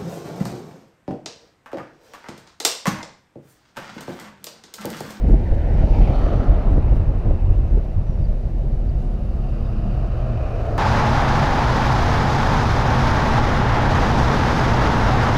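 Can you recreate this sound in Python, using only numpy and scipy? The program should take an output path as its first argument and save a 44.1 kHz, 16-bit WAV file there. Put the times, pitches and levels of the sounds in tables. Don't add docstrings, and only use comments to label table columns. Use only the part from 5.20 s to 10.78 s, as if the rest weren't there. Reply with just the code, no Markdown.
import sys
import numpy as np
from scipy import signal
from scipy.fft import rfft, irfft
from scipy.io import wavfile
from scipy.ndimage import uniform_filter1d

SR = 44100
rng = np.random.default_rng(int(sys.argv[2]) if len(sys.argv) > 2 else 0)


def log_audio(samples):
    frames = np.atleast_2d(samples).T
    limited = np.clip(frames, -1, 1)
    pcm = np.round(limited * 32767).astype(np.int16)
    wavfile.write(sys.argv[1], SR, pcm)


N = 246078
T = np.arange(N) / SR
BINS = np.fft.rfftfreq(N, 1 / SR)

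# (time alongside [s], level alongside [dB], speed [m/s], loss per doubling
# of distance [dB], treble slope alongside [dB/octave], extra slope head-on [dB/octave])
VEHICLES = [(1.05, -26.5, 14.33, 7.5, -1.93, 0.5), (5.72, -28.5, 14.7, 8, -3.5, 3.5)]


def amp(db):
    return 10 ** (np.asarray(db) / 20)


def unit(x):
    return x / np.sqrt(np.mean(x ** 2) + 1e-20)


def follow(rows):
    return np.interp(T, *np.transpose(rows))


def colour(points, hz):
    f, db = np.transpose(points)
    return amp(np.interp(np.log(hz + 1), np.log(f + 1), db))


def bell(x, centre, width):
    return np.exp(-2 * ((x - centre) / width) ** 2)


def noise(gain):
    return unit(irfft(rfft(rng.standard_normal(N)) * gain, N))


def drift(rate_hz):
    return noise(1 / (1 + (BINS / rate_hz) ** 4))


def steady_noise(gain, seconds):
    raw = noise(gain)
    smoothing = np.exp(-.5 * (2 * np.pi * BINS * seconds) ** 2)
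    power = abs(irfft(rfft(raw ** 2) * smoothing, N))
    return raw / np.sqrt(power + 1e-6)


def tone(hz, waver):
    pitch_hz = hz * (1 + waver * drift(rate_hz=12.6))
    return np.sqrt(2) * np.sin(2 * np.pi * np.cumsum(pitch_hz) / SR)


def wind():
    # (time [s], level [dB])
    airflow = [(0, -18), (1.7, -15), (2.7, -22.5), (3.65, -17.5), (4.05, -22), (4.7, -20.5), (5.58, -23.5)]
    # (time [s], width [s], change in airflow [dB])
    lulls = [(0.276, 0.086, -2.5), (1.092, 0.034, -15), (1.255, 0.04, -10), (1.424, 0.037, -16),
             (2.019, 0.033, -8), (2.185, 0.047, -4.5), (2.674, .06, 0)]
    # (time [s], width [s], deep thump [dB], boom [dB], burst before its trim [dB])
    gusts = [(0.045, 0.012, -21, -38, -19.5), (0.086, 0.049, -12.5, -33, -19.5),
             (0.139, 0.044, -7.5, -25, -17.5), (0.32, 0.021, -9.5, -18, -24), (0.358, 0.027, -17, -38, -35),
             (0.53, 0.05, -16, -23, -26), (0.61, 0.047, -12.5, -22, -26), (0.645, 0.013, -29, -14.5, -17.5),
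             (0.718, 0.033, -11.5, -26, -26), (0.808, 0.057, -8.5, -24, -19),
             (0.905, 0.024, -24, -14, -22.5), (0.925, 0.018, -13, -14, -19), (1.062, 0.046, -13, -39, -32),
             (1.167, 0.053, -24, -23, -34), (1.296, 0.025, -11.5, -17, -41),
             (1.346, 0.08, -13.5, -23, -35.5), (1.524, 0.088, -11.5, -23, -20.5),
             (1.58, 0.0081, -17, -17, -18), (1.725, 0.022, -10, -25, -19), (1.765, 0.025, -11, -30, -21),
             (1.896, 0.042, -23, -19, -24.5), (2.071, 0.022, -24, -17, -20.5),
             (2.1, 0.021, -14, -28, -22.5), (2.13, 0.032, -13, -39, -26), (2.245, 0.035, -14, -27, -32),
             (2.306, 0.026, -10.5, -29.5, -29.5), (2.397, 0.13, -14.5, -29, -31),
             (2.543, 0.041, -10, -28, -22.5), (2.598, 0.03, -14, -36, -25.5), (2.784, .035, -12, -24, -44),
             (2.896, 0.013, -20, -19, -37), (3.005, 0.044, -16, -21.5, -36),
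             (3.087, 0.065, -15.5, -27, -35)]
    # (frequency [Hz], relative level [dB])
    rumble_colour = [(2, -45), (10, -31), (18, -13.5), (30, 1), (45, 0.5), (58, -12), (82, -11), (140, -27),
                     (250, -59.5), (600, -76.5), (15000, -130)]
    boom_colour = [(35, -25), (58, 4), (80, 0.5), (125, -2), (170, -18.5), (300, -46), (1000, -100)]
    flutter_colour = [(25, -3), (55, -3), (88, -4.5), (135, 5), (185, -21), (320, -12), (550, -30.5),
                      (900, -35), (2000, -50), (6000, -74), (15000, -90.5)]
    burst_colour = [(30, -19.5), (80, -6.5), (160, 5), (320, -4.5), (520, -12.5), (760, -20), (1000, -32.5),
                    (2000, -39), (6000, -63.5), (15000, -86)]
    burst_trim_db = -5
    airflow_db = follow(airflow) + sum(db * bell(T, s, width) for s, width, db in lulls)
    thumps, booms, bursts = sum(amp(dbs)[:, None] * bell(T, s, width) for s, width, *dbs in gusts)
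    pressure = steady_noise(colour(rumble_colour, BINS), seconds=0.023)
    rumble = pressure * np.hypot(amp(airflow_db), thumps)
    boom = steady_noise(colour(boom_colour, BINS), seconds=0.0075) * booms
    swing = unit(amp(2 * np.tanh(pressure)))
    flutter_db = -30.5 + 1.15 * (airflow_db + 17.5)
    flutter = steady_noise(colour(flutter_colour, BINS), seconds=0.12) * amp(flutter_db)
    burst = steady_noise(colour(burst_colour, BINS), seconds=0.026) * bursts * amp(burst_trim_db)
    return rumble + boom + swing * (flutter + burst)


def road():
    # (frequency [Hz], relative level [dB])
    road_colour = [(20, -7), (45, 7.5), (80, -0.5), (130, -4), (230, -6), (285, -25), (345, -12),
                   (430, -18.5), (620, -17), (1000, -38), (1350, -41.5), (2000, -41), (4700, -49),
                   (7500, -58.5), (13000, -62), (15500, -69.5)]
    # (time [s], level [dB])
    loudness = [(0, -28), (1.5, -32), (2.4, -29), (3.3, -29), (4.2, -27.5), (5.58, -31.5)]
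    rumble = steady_noise(colour(road_colour, BINS), seconds=0.35)
    return rumble * amp(follow(loudness) + .5 * drift(rate_hz=26))


def tyre_roar(vehicle, tyre_colour, bands, patchy_db, tread_db):
    alongside_s, alongside_db, speed, doubling_db, slope_db, head_on_slope_db = vehicle
    lane_gap_m = 6
    hz, t, spectrum = signal.stft(rng.standard_normal(N), SR, nperseg=1024, noverlap=768)
    f = hz[:, None] + 1
    ahead_m = speed * (alongside_s - t)
    distance_m = np.hypot(ahead_m, lane_gap_m)
    facing = ahead_m / distance_m
    oncoming = np.maximum(facing, 0) ** 2
    level_db = alongside_db - doubling_db * np.log2(distance_m / lane_gap_m)
    treble_db = (slope_db + head_on_slope_db * facing) * np.log2(1 + f / 900)
    ripple_db = sum(db * bell(t, s, width) * bell(np.log2(f / band_hz), sweep * oncoming, octaves)
                    for s, width, band_hz, octaves, db, sweep in bands)
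    shape = colour(tyre_colour, f) * amp(treble_db + ripple_db)
    shape /= np.sqrt(np.mean(shape ** 2, axis=0))
    patches = uniform_filter1d(rng.standard_normal(spectrum.shape), size=24, axis=0)
    patches = unit(uniform_filter1d(patches, size=7, axis=1))
    spectrum *= shape * amp(level_db + patchy_db * patches)
    roar = signal.istft(spectrum, SR, nperseg=1024, noverlap=768)[1][:N]
    return roar * amp(tread_db * drift(rate_hz=66))


def first_vehicle():
    # (frequency [Hz], relative level [dB])
    tyre_colour = [(60, -14), (200, 6.5), (450, -0.5), (620, 1), (800, -2), (1030, -7), (1260, -10.5),
                   (1600, -16), (2500, -21), (3600, -28), (4400, -31.5), (6200, -37.5), (7800, -45.5),
                   (15000, -54)]
    # (time [s], width [s], frequency alongside [Hz],
    # band width [octaves], boost or cut [dB], rise when head-on [octaves])
    bands = [(0.38, 1, 980, 0.35, -13, 0.35), (0.72, 0.38, 750, 0.22, 6.5, 0.87),
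             (0.31, .6, 1100, 0.37, 4.5, 0.99), (0.99, 0.5, 1320, .32, 8, .85),
             (0.85, 0.31, 1460, 0.38, -12.5, 0.3), (0.82, 0.2, 2370, 0.35, 7.5, 0.057),
             (1.08, 0.35, 2300, 0.33, -3.5, 0.14), (1.02, 0.48, 3250, 0.18, 6, 0.12),
             (1.06, .32, 4430, .2, 6, 0.055), (0.7, 0.18, 5000, .6, 5, 0.26), (1.15, 0.22, 6100, .2, 4, 0),
             (2.37, 0.94, 2650, 0.18, 7, 0.1), (.38, 0.22, 1850, .25, 1, 0)]
    return tyre_roar(VEHICLES[0], tyre_colour, bands, patchy_db=1.1, tread_db=0.7)


def wind_pops():
    # (frequency [Hz], relative level [dB])
    pop_colour = [(60, -21.5), (200, 6.5), (380, 4), (700, -7), (1100, -28.5), (3000, -43), (15000, -68)]
    # (time [s], level [dB], width [s])
    pops = [(0.089, -20.5, .008), (0.099, -19, 0.0038), (0.143, -17.5, 0.0072), (0.325, -24.5, 0.0055),
            (0.641, -20.5, 0.0032), (1.583, -18, 0.0081), (1.771, -27.5, 0.01), (2.055, -28, .009),
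            (2.109, -23, 0.011), (2.578, -26.5, 0.013)]
    level = sum(amp(db) * bell(T, s, width) for s, db, width in pops)
    return level * steady_noise(colour(pop_colour, BINS), seconds=0.0047)


def hiss():
    # (time [s], level [dB], width [s])
    swells = [(0.103, -63, 0.06), (0.345, -63, 0.022), (.85, -66, 0.44), (1.52, -62, 0.023),
              (1.758, -62, 0.025), (3.815, -65, .07), (5.58, -64.5, 0.45)]
    # (frequency [Hz], relative level [dB])
    hiss_colour = [(1000, -16), (3000, 7.5), (6000, 1), (9000, -3), (14000, -5.5), (16000, -14)]
    level = sum(amp(db) * bell(T, s, width) for s, db, width in swells)
    grain = amp(1.6 * drift(rate_hz=300))
    return level * unit(noise(colour(hiss_colour, BINS)) * grain)


def squeaks():
    # (time [s], level [dB], width [s], pitch [Hz], band width [Hz])
    notes = [(0.953, -52, 0.016, 4330, 260), (3.02, -66, .016, 4900, 200), (3.048, -58, 0.02, 4640, 140),
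             (3.695, -63, .02, 4620, 250), (4.458, -63, 0.025, 4900, 380), (4.465, -62, .022, 3700, 260)]
    return sum(amp(db) * bell(T, s, width) * steady_noise(bell(BINS, hz, width_hz), seconds=0.008)
               for s, db, width, hz, width_hz in notes)


def bird():
    # (start [s], length [s], start pitch [Hz], end pitch [Hz], level [dB])
    chirps = [(2.473, 0.029, 6200, 6300, -72), (2.5, .05, 6370, 6050, -71), (2.69, 0.018, 5650, 5800, -73),
              (2.72, .026, 5780, 5640, -73), (2.864, 0.056, 5930, 5760, -68.5),
              (2.915, .035, 5730, 5590, -69.5), (2.95, 0.067, 5580, 5630, -75),
              (3.024, .014, 5880, 5780, -68)]
    song = np.zeros(N)
    for s, length, start_hz, end_hz, db in chirps:
        progress = np.clip((T - s) / length, 0, 1)
        hz = start_hz + (end_hz - start_hz) * progress + 30 * drift(rate_hz=120)
        swell = np.sqrt(8 * progress * (1 - progress))
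        song += amp(db) * swell * np.sin(2 * np.pi * np.cumsum(hz) / SR)
    return song


def engine():
    # (time [s], speed [turns/s])
    speed = [(3, 32.5), (3.55, 34.2), (4.05, 34.5), (4.35, 33), (4.6, 32.2), (4.8, 31.9), (5.05, 30.2),
             (5.25, 28.2), (5.58, 26.8)]
    # (time [s], level [dB])
    load = [(3, -60), (3.55, -40.5), (4.05, -42), (4.5, -34.5), (5.2, -29.5), (5.58, -31.5)]
    # (cycles per turn [count], relative level [dB])
    tones = [(4, 0.5), (5, -8.5), (6, -3), (7, -4.5)]
    throttle_off_s, closing_s, fade_per_tone_db = 4.8, 0.075, -11
    closed = .5 + .5 * np.tanh((T - throttle_off_s) / closing_s)
    turns = np.cumsum(follow(speed) * (1 + 0.0035 * drift(rate_hz=13))) / SR
    drone = np.zeros(N)
    for step, (cycles, db) in enumerate(tones):
        level_db = db + step * fade_per_tone_db * closed + 2.7 * drift(rate_hz=8)
        drone += amp(level_db) * np.sin(2 * np.pi * (cycles * turns + rng.random()))
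    return np.sqrt(2) * amp(follow(load)) * drone


def hums():
    # (loudest at [s], width [s], pitch [Hz], level [dB])
    notes = [(4.68, .6, 108, -30), (4.66, 0.66, 328, -45), (3.769, 0.2, 338, -43.5),
             (5.096, 1.9, 70.5, -29.5), (5.095, 0.11, 229, -35.5), (4.9, .6, 695, -49),
             (5.12, 0.22, 635, -42)]
    return sum(amp(db) * bell(T, s, width) * tone(hz, waver=0.004) for s, width, hz, db in notes)


def second_vehicle():
    # (frequency [Hz], relative level [dB])
    tyre_colour = [(100, -17.5), (300, 1.5), (420, -2), (540, 0.5), (690, 2.5), (930, -11), (1250, -8),
                   (1700, -16.5), (2200, -23.5), (3400, -29), (4800, -31), (5300, -34.5), (6300, -36),
                   (8000, -46.5), (15000, -57)]
    # (time [s], width [s],
    # frequency [Hz], band width [octaves], boost or cut [dB], rise when head-on [octaves, about 0])
    tyre_bands = [(5.3, 0.45, 610, 0.4, 1.5, 0), (3.8, 0.84, 720, 0.14, 9, 0),
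                  (4.3, 0.84, 1100, 0.46, 4, 0), (3.25, 0.64, 1100, 0.74, -11, 0.0073),
                  (4.3, 1.2, 2200, 0.14, -6, 0), (4.46, 1.4, 2700, 0.33, 10.5, 0),
                  (4.3, .6, 2760, .03, 7, 0), (5.26, 0.27, 2490, 0.19, 6.5, 0), (4.4, .7, 4750, .2, 7, 0),
                  (5.7, 0.29, 5200, 0.9, 6, 0)]
    # (pitch [Hz], level [dB])
    tones = [(457, -40.5), (583, -42.5), (660, -39.5), (698, -40)]
    roar = tyre_roar(VEHICLES[1], tyre_colour, tyre_bands, patchy_db=0.1, tread_db=0.93)
    ringing = sum(amp(db) * tone(hz, waver=0.00727) for hz, db in tones)
    return roar + ringing * bell(T, centre=5.56, width=.2)


def scene():
    mix = wind() + road() + first_vehicle() + wind_pops() + hiss()
    mix += squeaks() + bird() + engine() + hums() + second_vehicle()
    return mix[None]


def record(dry):
    # (frequency [Hz], band width [Hz], boost or cut [dB])
    case_bands = [(543, 118, 1.5), (3055, 150, 3), (3290, 320, -4.5), (3740, 300, 0.5), (4030, 180, -0.5),
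                  (4720, 230, 0), (5700, 340, 1.5)]
    overload, treble_limit_hz = .8, 15350
    case_gain = amp(sum(db * bell(BINS, hz, width) for hz, width, db in case_bands))
    boxed = irfft(rfft(dry) * case_gain, N)
    rounded = boxed / (1 + (boxed / overload) ** 6) ** (1 / 6)
    treble_cut = signal.firwin(511, treble_limit_hz, window=("kaiser", 9), fs=SR)
    return signal.oaconvolve(rounded, treble_cut[None], "same")


dry = scene()
out = record(dry)
log_audio(out)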